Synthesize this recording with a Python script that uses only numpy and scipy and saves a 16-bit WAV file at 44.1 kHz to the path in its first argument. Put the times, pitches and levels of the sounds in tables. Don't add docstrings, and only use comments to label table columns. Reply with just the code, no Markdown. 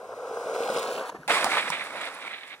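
import sys
import numpy as np
from scipy import signal
from scipy.fft import rfft, irfft
from scipy.io import wavfile

SR = 44100
rng = np.random.default_rng(int(sys.argv[2]) if len(sys.argv) > 2 else 0)


def output_pcm(signal):
    pcm = np.clip(np.atleast_2d(signal).T, -1, 1) * 32767
    wavfile.write(sys.argv[1], SR, np.round(pcm).astype(np.int16))


def amplitude_ratio(level_db):
    exponent = np.asarray(level_db, float) / 20
    return 10 ** exponent


N = 114660
T = np.arange(N) / SR
HZ = np.fft.rfftfreq(N, 1 / SR)

# [f/Hz, density/dB]
RUMBLE = [(90, -15), (200, -3), (300, 1.5), (450, -5.5), (1200, -74)]


def evened(x):
    return x / np.sqrt(np.mean(x ** 2) + 1e-20)


def read(points):
    f, value = np.transpose(points)
    return np.interp(np.log(HZ + 1), np.log(f + 1), value)


def coloured(x, gain):
    return evened(irfft(rfft(x) * gain, N))


def noise():
    return rng.standard_normal((2, N))


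def peaks(table):
    total = 0
    for k, (f, width, db) in enumerate(table):
        detune = (HZ / f - f / (HZ + 1)) * f / width
        total = total + (-1) ** k * amplitude_ratio(db) / (1 + 1j * detune) ** 2
    return total


def lumps(per_s, depth_db):
    wobble = coloured(rng.standard_normal(N), np.exp(-(HZ / per_s) ** 2))
    return amplitude_ratio(depth_db * wobble)


def rubbing(per_s, spread_db, grain_s, bed_db):
    hit = rng.random(N) < per_s / SR
    size = amplitude_ratio(spread_db * np.minimum(rng.exponential(1, N), 3.5))
    grains = signal.lfilter([1], [1, -np.exp(-1 / (grain_s * SR))], hit * size)
    return (evened(grains) + amplitude_ratio(bed_db)) * noise()


def level(table, *columns):
    rows = np.array(table)
    total_db = rows[:, list(columns)].sum(1)
    return amplitude_ratio(np.interp(T, rows[:, 0], total_db, left=-120, right=-120))


def ports(x, same, lead, pan):
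    a, b = rfft(x)
    likeness = np.clip(read(same), 0, 1)
    half_turn = np.exp(.5j * read(lead))
    half_pan = amplitude_ratio(read(pan) / 2)
    left = (likeness * a + np.sqrt(1 - likeness ** 2) * b) * half_turn * half_pan
    right = a / half_turn / half_pan
    return irfft(np.array([left, right]), N)


def open_air():
    # [f/Hz, density/dB]
    air = [(145, -15.5), (1280, -6), (2410, -18.5), (9460, -24.5), (16000, -35)]
    return amplitude_ratio(-56.5) * coloured(noise(), amplitude_ratio(read(air)))


def wind():
    # [f/Hz, width/Hz, level/dB]
    flutter = [(93, 70, 0)]
    # [t/s, level/dB]
    gusts = [
        (0, -69),
        (.35, -64),
        (.8, -83),
        (1.8, -62.5),
        (2.6, -97),
    ]
    return coloured(noise() * lumps(7.4, depth_db=3.5), peaks(flutter)) * level(gusts, 1)


def stones():
    # [t/s, peak/dB, ring f/Hz]
    bumps = [(.312, -28, 474), (0.375, -29, 466), (.46, -23, 478), (0.511, -34, 490), (0.547, -28, 507),
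             (.663, -22.5, 807), (.685, -20.5, 796), (.765, -22, 626), (.805, -24, 484), (.841, -35, 494),
             (1.013, -38, 704), (1.096, -26.5, 936), (1.285, -20.5, 844), (1.324, -23, 450),
             (1.369, -15, 1072), (1.671, -28.5, 885), (1.722, -16, 2320), (1.738, -15, 2320),
             (1.822, -19.5, 2000)]
    # [t/s, peak/dB, centre f/Hz]
    ticks = [(.6325, -34, 3110), (.6565, -45, 3570), (.6744, -37, 3300), (.7313, -46, 2930),
             (.7443, -39, 2600), (.752, -49, 3020), (.7637, -29, 3420), (.766, -40, 6850),
             (.7927, -33, 3620), (.9373, -48, 3170), (.9568, -33.5, 2810), (.9777, -34.5, 2630),
             (.992, -36, 3600), (1.096, -45, 6500), (1.3, -28, 2400), (1.316, -18, 2990),
             (1.8381, -40, 10500), (1.9593, -42, 9900), (2.0107, -38, 7450), (2.011, -43, 10300),
             (2.0491, -39.5, 10350), (2.1444, -41.5, 10600), (2.4731, -49, 9030)]
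    bump_cycles, bump_rise_s = 4.5, 0.00067
    tick_s, tick_width_hz = 0.0023, 900
    out, t = np.zeros((2, N + 4000)), np.arange(4000) / SR
    for s, db, hz in bumps:
        envelope = np.exp(-t * hz / bump_cycles) * (1 - np.exp(-t / bump_rise_s))
        out[0, round(s * SR):][:4000] += amplitude_ratio(db) * np.sin(2 * np.pi * hz * t) * envelope
    for s, db, hz in ticks:
        r = np.exp(-np.pi * tick_width_hz * np.sqrt(hz / 3000) / SR)
        real, imaginary = rng.standard_normal((2, 2, 4000))
        puff = signal.lfilter([1], [1, -2 * r, r * r], real + 1j * imaginary)
        puff = evened((puff * np.exp(2j * np.pi * hz * t)).real)
        envelope = t / tick_s * np.exp(1 - t / tick_s) / 2
        out[:, round(s * SR):][:, :4000] += amplitude_ratio(db) * puff * envelope
    return out[:, :N]


def roll():
    # [t/s, deck hum/dB, then dB re hum: wheel chatter, rumble, upper deck modes]
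    ride = [(0, -48, -33, -15.5, -0.5), (.34, -36.5, -35, -25, -2), (.55, -32, -18, -25, -5),
            (.62, -34, -9, -14.5, -2), (.68, -35.5, -7.5, -16, -0.5), (.77, -33.5, -6, -8.5, 0),
            (.84, -35.5, -6.5, -18, 1), (.95, -35.5, -8, -10.5, -2), (1.015, -39, -9.5, -8, 5),
            (1.03, -41, -8.5, -16, 6), (1.085, -47, -2, -9, 5), (1.1, -47, 1, -10, 10.5),
            (1.108, -51, -11, -8, -1)]
    hop = [
        (1.108, -50, -25, -8, -2),
        (1.127, -46.5, -25, -6, -1),
        (1.139, -60, -26, 2, -2),
        (1.148, -44, -30, -1, 3.5),
        (1.167, -51, -30, -7, 8),
        (1.173, -63, -32, 13.5, 9),
        (1.235, -60, -25, -1, 7.5),
        (1.281, -57, -28, -4, 0),
    ]
    # [f/Hz, width/Hz, level/dB]
    deck = [(488.5, 136, 2), (392, 65, -13)]
    upper_modes = [(721, 270, 2.5), (1036, 244, 0), (1393, 450, -2.5)]
    verge = [(1695, 350, 0)]
    # [f/Hz, density/dB]
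    tyre_hiss = [(1200, -29), (1900, 3), (3700, -1.5), (5300, -0.5), (7600, -1), (11000, -7.5),
                 (15500, -4.5)]
    chatter_grit = [(880, -52), (1500, 1), (2300, -1.5), (3590, -3.5), (4600, -3), (6500, -11.5),
                    (9000, -30), (16000, -48)]
    sideways_scrub = [(1500, -32), (2500, -18), (5300, -21), (7200, 0), (10300, -6), (12500, -11),
                      (14000, -1), (16000, -3.5)]

    shaking = rubbing(per_s=260, spread_db=-2.5, grain_s=0.0018, bed_db=7.0) * lumps(31, depth_db=1.0)
    hum = coloured(shaking, peaks(deck))
    tipping = np.clip((T - 1) / 0.077, 0, 1)
    upper = coloured(shaking, peaks(upper_modes)) + amplitude_ratio(-8.5) * coloured(shaking, peaks(verge)) * tipping
    tyre = coloured(noise() * lumps(41, depth_db=.6), amplitude_ratio(read(tyre_hiss)))

    chatter_per_s, chatter_jitter = 95, 0.19
    rate = chatter_per_s * np.exp(chatter_jitter * np.log(lumps(45, depth_db=14.0)))
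    turns = np.cumsum(rate) / SR
    slips = .6 + np.exp(-(turns % 1) / .3) * lumps(70, depth_db=3.5)
    grit = coloured(slips * noise(), amplitude_ratio(read(chatter_grit)))
    scrub = coloured(noise() * lumps(74, depth_db=2.0), amplitude_ratio(read(sideways_scrub)))
    low = coloured(noise() * lumps(22, depth_db=1.5), amplitude_ratio(read(RUMBLE)))

    path = ride + hop[1:]
    out = (hum + amplitude_ratio(-14.5) * tyre) * level(path, 1)
    out = out + low * level(path, 1, 3)
    out = out - upper * level(path, 1, 4)
    return out + (grit + amplitude_ratio(-1.5) * scrub) * level(path, 1, 2)


def knocks():
    # [t/s, peak/dB, ring f/Hz, crack/dB re ring]
    hits = [(.605, -18.5, 470, -23), (.7, -16, 544, -17), (.7635, -20, 503, -12), (.774, -23.5, 520, -4),
            (1.093, -25.5, 940, -12), (1.212, -51, 1270, -3), (1.2325, -32, 1540, -21),
            (1.281, -26.5, 782, -7), (1.302, -14.5, 687, -14.5), (1.441, -23.5, 1210, -4),
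            (1.444, -13.5, 900, 0), (1.463, -14, 790, -22), (1.519, -8.5, 2170, -33),
            (1.5705, -13, 1210, -22), (1.575, -18.5, 975, -20), (1.702, -17.5, 970, -3),
            (1.95, -28.5, 570, -20), (2.054, -20.5, 2300, -20), (2.278, -20, 2290, -27)]
    # [t/s, peak/dB, f/Hz]
    thuds = [
        (1.175, -58, 70.4),
        (1.19, -47, 153),
        (1.264, -52, 160),
        (1.435, -50, 65),
        (1.442, -44, 263),
        (1.699, -45, 168),
    ]
    ring_cycles, ring_rise_s, crack_s, thud_cycles = 3.4, 0.0005, .0022, 2.1
    out, t = np.zeros((2, N + 4000)), np.arange(4000) / SR
    for s, db, hz, crack_db in hits:
        envelope = np.exp(-t * hz / ring_cycles) * (1 - np.exp(-(t / ring_rise_s) ** 2))
        ring = np.sin(2 * np.pi * hz * t) * envelope * np.array([[1], [0]])
        crack = signal.lfilter([.45, 0, -.45], [1, -1.2, .32], rng.standard_normal((2, 4000)))
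        crack = crack * np.exp(-t / crack_s)
        out[:, round(s * SR):][:, :4000] += amplitude_ratio(db) * (ring + amplitude_ratio(crack_db) * crack)
    for s, db, hz in thuds:
        u = t * hz / thud_cycles
        out[0, round(s * SR):][:4000] += amplitude_ratio(db) * np.sin(2 * np.pi * hz * t) * 9.3 * u * np.exp(-2 * u)
    return out[:, :N]


def skid():
    # [t/s, body/dB, glove scrape/dB re body, fizz/dB re body]
    landing = [
        (1.2785, -25.5, -1, 1),
        (1.2805, -38.5, 4.5, -0.5),
        (1.31, -22, -3.5, -11),
        (1.349, -32.5, 2.5, 0.5),
        (1.38, -29, 1, -9.5),
        (1.47, -26, -7, -12),
        (1.53, -29.5, 2, -7.5),
        (1.567, -28.5, 0.5, -13),
        (1.61, -34.5, 5, -7),
    ]
    slide = [
        (1.65, -33.5, 0.5, -11.5),
        (1.71, -37, 1.5, -5.5),
        (1.75, -36.5, 5, -11),
        (1.92, -40, -3.5, -11),
        (1.96, -36.5, -2.5, -14.5),
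        (2.06, -40.5, 3.5, -7),
        (2.11, -40.5, -5, -12),
        (2.2, -44.5, -1.5, -9.5),
    ]
    drag = [
        (2.225, -43.5, 1.8, -12),
        (2.28, -42, 1.7, -13.5),
        (2.35, -47, 7.3, -13),
        (2.375, -51.5, 7.2, -8),
        (2.46, -54, 6.8, -11),
        (2.48, -54, 10.6, -3),
        (2.54, -51, 5.1, -16),
        (2.6, -66, 3, -18),
    ]
    # [f/Hz, width/Hz, level/dB]
    body_modes = [(590, 517, 1.5), (850, 450, 1.5), (1285, 880, 3)]
    glove_modes = [(1634, 290, -3.5), (2223, 830, 3), (3686, 1040, -4.5)]
    # [f/Hz, density/dB]
    cloth_fizz = [(2650, -11), (4500, 0), (6630, -8), (8420, -2), (10700, -7.5), (12500, -41), (14000, -7),
                  (16000, -16)]

    slip = lumps(26, depth_db=1.9)
    body = rubbing(per_s=1200, spread_db=-2.0, grain_s=0.01, bed_db=17.0) * slip
    body = coloured(body, peaks(body_modes))
    glove = rubbing(per_s=600, spread_db=0.0, grain_s=0.0022, bed_db=1.0) * slip
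    glove = coloured(glove, peaks(glove_modes))
    fizz = rubbing(per_s=200, spread_db=1.5, grain_s=0.00096, bed_db=13.5) * lumps(30, depth_db=1.0)
    fizz = coloured(fizz, amplitude_ratio(read(cloth_fizz)))
    low = coloured(noise() * lumps(24, depth_db=-0.5), amplitude_ratio(read(RUMBLE)))

    path = landing + slide + drag
    out = (body + amplitude_ratio(-18.5) * low) * level(path, 1)
    return out + glove * level(path, 1, 2) + fizz * level(path, 1, 3)


def scene():
    # [f/Hz, likeness 0..1]
    roll_same = [(30, 0.6), (130, 1), (1200, 1), (1800, .97), (3000, .9), (4450, 0.985), (7300, 0.65),
                 (15000, .4)]
    skid_same = [(30, 0.83), (130, 1), (300, .998), (1400, 1), (3200, 0.74), (5200, 0.38), (8000, 0.28),
                 (15000, 0.15)]
    # [f/Hz, lead/rad]
    roll_lead = [(700, 0), (1380, .3), (1800, 3.14), (2670, 5.8), (4020, 7.2), (4400, 9.42), (4800, 11.5),
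                 (7400, 15.7), (15000, 27)]
    skid_lead = [(300, 0.047), (1460, 0.45), (2580, 1.85), (3530, 2), (5200, 4.05), (6500, 4.7),
                 (8440, 7.5), (15000, 13.2)]
    # [f/Hz, balance/dB]
    roll_pan = [(900, 0), (1550, 4), (1800, 0), (2400, -8), (4400, 0), (5200, -3), (8000, 1), (11000, -4.5)]
    skid_pan = [(400, -0.4), (1200, -2), (2100, -7.5), (3000, -1), (6000, -3.5), (7800, 2.5), (10500, -8.5)]

    x = open_air() + wind() + stones() + roll() + knocks() + skid()
    near = .5 + .5 * np.tanh((T - .86) / .05)
    past = .5 + .5 * np.tanh((T - 1.277) / .002)
    near_lead = [(hz / .9, rad) for hz, rad in roll_lead]
    approaching = ports(x * (1 - near), roll_same, roll_lead, roll_pan)
    level_with = ports(x * (near - past), roll_same, near_lead, roll_pan)
    leaving = ports(x * past, skid_same, skid_lead, skid_pan)
    return approaching + level_with + leaving


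def top_cut(x):
    return signal.sosfilt(signal.butter(12, 16750, fs=SR, output="sos"), x)


def record(dry):
    # [f/Hz, gain/dB]
    colour = [(40, -13.5), (200, 0.5), (11300, 0.5), (11800, -10), (12000, -50), (13200, -50), (13400, -16),
              (14200, -7)]
    # [f/Hz, level/dB]
    whine_tones = [(13098, -84), (13151, -80)]
    whine = sum(amplitude_ratio(db) * np.sin(2 * np.pi * hz * T) for hz, db in whine_tones)
    whine = whine * np.array([[.05], [2.8]])
    heard = irfft(rfft(dry) * amplitude_ratio(read(colour)) * (HZ < 15900), N)
    return top_cut(heard + whine)


dry = scene()
out = record(dry)
output_pcm(out)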